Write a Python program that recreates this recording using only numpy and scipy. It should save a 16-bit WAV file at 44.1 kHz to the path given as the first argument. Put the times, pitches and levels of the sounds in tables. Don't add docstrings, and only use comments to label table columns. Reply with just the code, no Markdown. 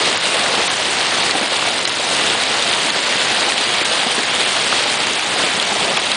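import sys
import numpy as np
from scipy import signal
from scipy.fft import rfft, irfft, next_fast_len
from scipy.io import wavfile

SR = 44100
rng = np.random.default_rng(int(sys.argv[2]) if len(sys.argv) > 2 else 0)


def unload_wav(signal):
    wavfile.write(
        sys.argv[1],
        SR,
        np.round(np.clip(np.atleast_2d(signal).T, -1, 1) * 32767).astype(np.int16),
    )


def undo_db(level):
    steps = np.asarray(level, float) / 20
    return 10 ** steps


N = 271656

# t/s, density/dB, lean/dB
SHOWER = [(0, -17.5, 2.5), (.2, -17.5, 0), (.6, -17, 1), (.75, -18.5, -0.5), (1.28, -17.5, 0.5),
          (1.5, -17.5, 0.5), (1.95, -20.5, -0.5), (2.2, -17.5, 0.5), (3.4, -17.5, -0.5), (3.5, -17.5, 0),
          (3.7, -17.5, -1), (4.4, -18, -1), (4.9, -17, -0.5), (5.25, -19.5, 0.5), (5.42, -17.5, 1),
          (5.65, -19.5, -0.5), (5.85, -18, 2.5), (6.16, -20, -0.5)]
# f/Hz, level/dB
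ROAR_COLOUR = [(25, -26), (217, -7), (705, -1.5), (1390, -4.5), (3700, -3), (5670, -10.5), (9370, -11.5),
               (10100, -18)]
SPLITS = (1200, 5000)
# t/s, rise/dB
FLURRIES = [(.43, 0), (.665, 4.5), (1.26, 4), (1.56, 3), (1.88, 4), (2.28, 1.5), (2.86, 2.8), (3.23, 2.5),
            (3.34, 1.5), (3.51, 1), (3.86, 4), (4.15, 3.5), (4.67, 3), (4.93, 2), (6.03, 0)]
# t/s, depth/dB
DUCKS = [(.18, 5.5), (.75, 1), (1.33, 3.5), (1.47, 4.2), (1.82, 2.1), (1.92, 1), (2.36, 1.5), (2.91, 3.1),
         (3.55, 2.5), (4.25, 2.5), (4.97, 2.5), (5.2, 1), (5.65, 0), (5.99, 0.5)]
# t/s, peak level/dB, ring f/Hz
BOOMS = [
    (1.348, -18, 304),
    (1.409, -20, 231),
    (1.424, -19, 335),
    (3.811, -20, 353),
    (4.062, -18.5, 239),
    (4.178, -21.5, 232),
    (5.434, -16.5, 340),
    (5.714, -22, 217),
    (5.899, -20, 400),
    (5.93, -23, 156),
]
# t/s, peak level/dB, ring f/Hz
THUDS = [(1.319, -23, 710), (1.334, -18, 657), (1.349, -11.5, 766), (1.409, -18, 547), (1.996, -14, 590),
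         (2.165, -20, 940), (2.656, -20, 675), (3.381, -16, 710), (3.417, -15, 615), (3.81, -31, 720),
         (4.064, -12, 725), (4.18, -17, 440), (4.859, -17, 820), (5.359, -14, 740), (5.398, -18, 1040),
         (5.434, -14, 600), (5.718, -18, 820), (5.759, -15, 620), (5.875, -16, 690), (5.899, -15, 563),
         (5.915, -19, 720), (3.48, -13, 800), (.6, -15, 654), (.99, -16, 720)]
# t/s, peak level/dB, ring f/Hz
PAVING = [(.2354, -11, 4160), (.6784, -2, 3560), (.7344, -7, 3380), (.7374, -7, 3230), (.9954, -16, 2900),
          (1.0114, -2, 3620), (1.3094, 2, 4250), (1.8522, 2.5, 4130), (2.2994, 0, 3420),
          (2.4354, -0.5, 3250), (2.6234, 1, 3520), (2.7284, -3, 3920), (2.7354, 0, 3700),
          (2.8854, -9, 3070), (2.9023, 0, 4070), (3.1244, -2.5, 3080), (3.3954, -6, 3450),
          (3.5204, -1, 3100), (3.7264, -7, 4230), (3.7828, -3, 3550), (3.8534, 0, 3770), (4.4054, -2, 4150),
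          (4.4134, -0.5, 3560), (4.565, 0.5, 3120), (4.6144, -12, 4020), (5.002, -3, 4550),
          (5.4354, -1, 3500), (5.5984, 0, 3400), (5.6254, -1, 4120), (6.1165, 3, 3930)]
# t/s, peak level/dB, ring f/Hz
FENCE = [(.0204, -13, 1960), (.3544, -8, 1680), (.4614, -1, 2020), (1.2944, -2, 1860), (1.6244, -1.5, 1310),
         (1.9026, -6, 2240), (3.1514, -9, 2650), (3.4754, -9, 2220), (3.5004, -2, 2350), (3.5793, 0, 2820),
         (3.8114, -3, 2370), (4.0324, -4, 2000), (4.7254, 1.5, 1410), (5.1936, 0, 2500), (5.3926, -4, 1620),
         (5.9705, 1.5, 3400), (5.9735, 1, 2510)]
# t/s, peak level/dB, ring f/Hz
BURSTS = [(.1274, -4, 2960), (.173, -7, 2330), (.674, -16, 2050), (1.3922, -13, 2760), (1.8054, -8, 3560),
          (1.8754, -4, 3070), (1.8834, -20, 2170), (4.3504, -5, 3640), (4.8224, -13, 2050),
          (4.9412, -7, 2570), (5.0694, -2, 1960), (5.1344, -8, 3100)]
# t/s, extra step level/dB, lowest f/Hz affected
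STARVED = [(0.165, 28, 7500), (0.189, 36.5, 7000), (0.688, 45, 6400), (1.399, 13, 6500), (1.47, 6, 8000),
           (1.799, 20, 6000), (1.865, 23, 5000), (1.895, 11, 5500), (1.91, 16, 5540), (2.91, 10, 5000),
           (3.55, 5, 5200), (3.839, 26, 5000), (4.25, 22, 6950), (4.87, 6, 6500), (4.98, 14, 6000),
           (5.20, 10, 7000), (5.64, 13, 6000), (5.987, 31, 6000), (6.13, 15, 5000)]

ROOF_DB, ICE_DB = -5, -7.5
ICE_FOLLOWS = 0.29
FLURRY_S = 0.013
DUCK_ATTACK_S, DUCK_RELEASE_S = 0.0087, 0.036
TICK_T60_S, TICK_SUSTAIN_PER_DB = 0.0041, 0.14
PAVING_CRACK_DB, FENCE_CRACK_DB, BURST_CRACK_DB = -17.5, -21, -8


def rms_one(x):
    return x / np.sqrt(np.mean(x ** 2) + 1e-20)


def drift(rate):
    r = np.exp(-40 * np.pi * rate / SR)
    slow = signal.lfilter([1], [1, -2 * r, r * r], rng.standard_normal(N // 20 + 4002))[4000:]
    return np.interp(np.arange(N) / 20, np.arange(len(slow)), rms_one(slow))


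def impacts(count, spread_db):
    when, size, sign = rng.random((3, count))
    strength_db = spread_db * np.minimum(-np.log(size + 1e-9), 4.5)
    out = np.zeros(N)
    out[(when * N).astype(int)] = undo_db(strength_db) * np.sign(sign - .5)
    return rms_one(out)


def ring(clicks, hz, t60):
    r, w = undo_db(-60 / (t60 * SR)), 2 * np.pi * hz / SR
    return signal.lfilter([0, np.sin(w)], [1, -2 * r * np.cos(w), r * r], clicks + 1e-18)


def swell(click, hz, t60):
    x = ring(ring(click, hz, t60), hz, t60)
    return x / np.abs(x).max()


def levels():
    t = np.arange(N) / SR
    s, density, lean = np.transpose(SHOWER)
    density, lean = np.interp(t, s, density), np.interp(t, s, lean)
    duck = 0
    for s, db in DUCKS:
        fade_s = np.where(t < s, DUCK_ATTACK_S, DUCK_RELEASE_S)
        duck = duck + db * np.exp(-np.abs(t - s) / fade_s)
    flare = sum(db * np.exp(-((t - s) / FLURRY_S) ** 2) for s, db in FLURRIES)
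    mean = density.mean()
    ice = ICE_DB + mean + ICE_FOLLOWS * (density - mean) + flare
    roof = density + ROOF_DB + lean
    return undo_db(np.array([roof, density, ice]) - duck)


def shower():
    layers = np.zeros((3, N))
    gust = drift(31)
    far = rng.standard_normal((2, N))
    shared = impacts(count=4000, spread_db=4.0)
    edges = 20 * 2 ** np.arange(0, 9.6, .5)
    for k, (low, high) in enumerate(zip(edges, edges[1:])):
        hz = np.sqrt(low * high)
        own = impacts(count=int(hz / 2) + 50, spread_db=2.5)
        shared_db = -3.5 + 2.5 * (hz > 3000)
        blows = far[k % 2] + undo_db(shared_db) * shared + undo_db(-5) * own
        band = signal.sosfilt(signal.butter(2, [low, high], "band", fs=SR, output="sos"), blows)
        wander_db = 0.57 * gust + 0.28 * drift(18) + 0.55 * drift(4.2)
        layers[np.searchsorted(SPLITS, hz)] += undo_db(wander_db) * band
    size = next_fast_len(N)
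    bins = np.log(np.arange(size // 2 + 1) * SR / size + 1)
    colour_hz, colour_db = np.transpose(ROAR_COLOUR)
    colour = undo_db(np.interp(bins, np.log(colour_hz), colour_db))
    layers = irfft(rfft(layers, size) * colour, size)[:, :N]
    return sum(gain * rms_one(layer) for gain, layer in zip(levels(), layers))


def thuds():
    span = 4000
    out = np.zeros(N + span)
    click = np.eye(1, span)[0]
    for table, t60, knock_hz in ((THUDS, .025, 520), (BOOMS, .04, 210)):
        knock = undo_db(-5) * swell(click, knock_hz, t60 / 2)
        for s, db, hz in table:
            at = round(s * SR)
            out[at:at + span] += undo_db(db - 3) * (swell(click, hz, t60) + knock)
    return out[:N]


def ticks():
    span = 1200
    out = np.zeros(N + span)
    click = np.eye(1, span)[0]
    crack = swell(click, 7000, .0009) + undo_db(-1) * swell(click, 2400, .0012)
    surfaces = ((PAVING, PAVING_CRACK_DB), (FENCE, FENCE_CRACK_DB), (BURSTS, BURST_CRACK_DB))
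    hits = [(*row, crack_db) for table, crack_db in surfaces for row in table]
    chances = rng.random((len(hits), 4))
    for (s, db, hz, crack_db), (lag, lag2, up, down) in zip(hits, chances):
        t60 = TICK_T60_S * np.exp(TICK_SUSTAIN_PER_DB * db)
        body = swell(click, hz, t60) + undo_db(crack_db + 14) * crack
        higher = swell(click, hz * (1.05 + .15 * up), .003)
        lower = swell(click, hz * (.85 - .3 * down), .003)
        body += undo_db(-7) * np.roll(higher, int(120 * lag))
        body += undo_db(-5) * np.roll(lower, int(120 * lag2))
        at = round((s + .0004) * SR)
        out[at:at + span] += undo_db(db - 7) * body
    return out[:N]


def scene():
    no_bass = signal.butter(3, 140, "high", fs=SR, output="sos")
    near = signal.sosfilt(no_bass, thuds() + ticks())
    return np.tile(shower() + near, (2, 1))


def thrifty_treble(x, step_db, starve_db, flutter_db, start_hz):
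    hz, t, z = signal.stft(x, SR, nperseg=448)
    band = np.floor(np.log2(np.maximum(hz, 1) / start_hz) * 6).astype(int)
    swing, error = rng.normal(0, 1, (2, band.max() + 1, len(t)))[:, np.maximum(band, 0)]
    swing = swing + .5 * np.roll(swing, 1, axis=1)
    short_db = sum(db * np.outer(hz > low, np.exp(-((t - s) / .009) ** 4)) for s, db, low in STARVED)
    step = undo_db(step_db + short_db + starve_db * swing)
    passed = 1 / (1 + (step / (np.abs(z) + 1e-12)) ** 10)
    keep = undo_db(flutter_db * error) * passed + undo_db(-31)
    z = np.where(band[:, None] >= 0, z * keep, z)
    return signal.istft(z, SR, nperseg=448)[1][:N]


def band_limit(x):
    return signal.sosfilt(signal.butter(12, 11090, fs=SR, output="sos"), x)


def record(dry):
    top = undo_db(-5.2)
    x = dry[0] / (1 + np.abs(dry[0] / top) ** 8) ** (1 / 8)
    x = signal.sosfilt(signal.butter(2, 65, "high", fs=SR, output="sos"), x)
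    x = signal.sosfilt(signal.ellip(12, .5, 90, 10150, fs=SR, output="sos"), x)
    x = thrifty_treble(x, step_db=-58, starve_db=10, flutter_db=2.2, start_hz=4950)
    return band_limit(np.tile(x, (2, 1)))


dry = scene()
out = record(dry)
unload_wav(out)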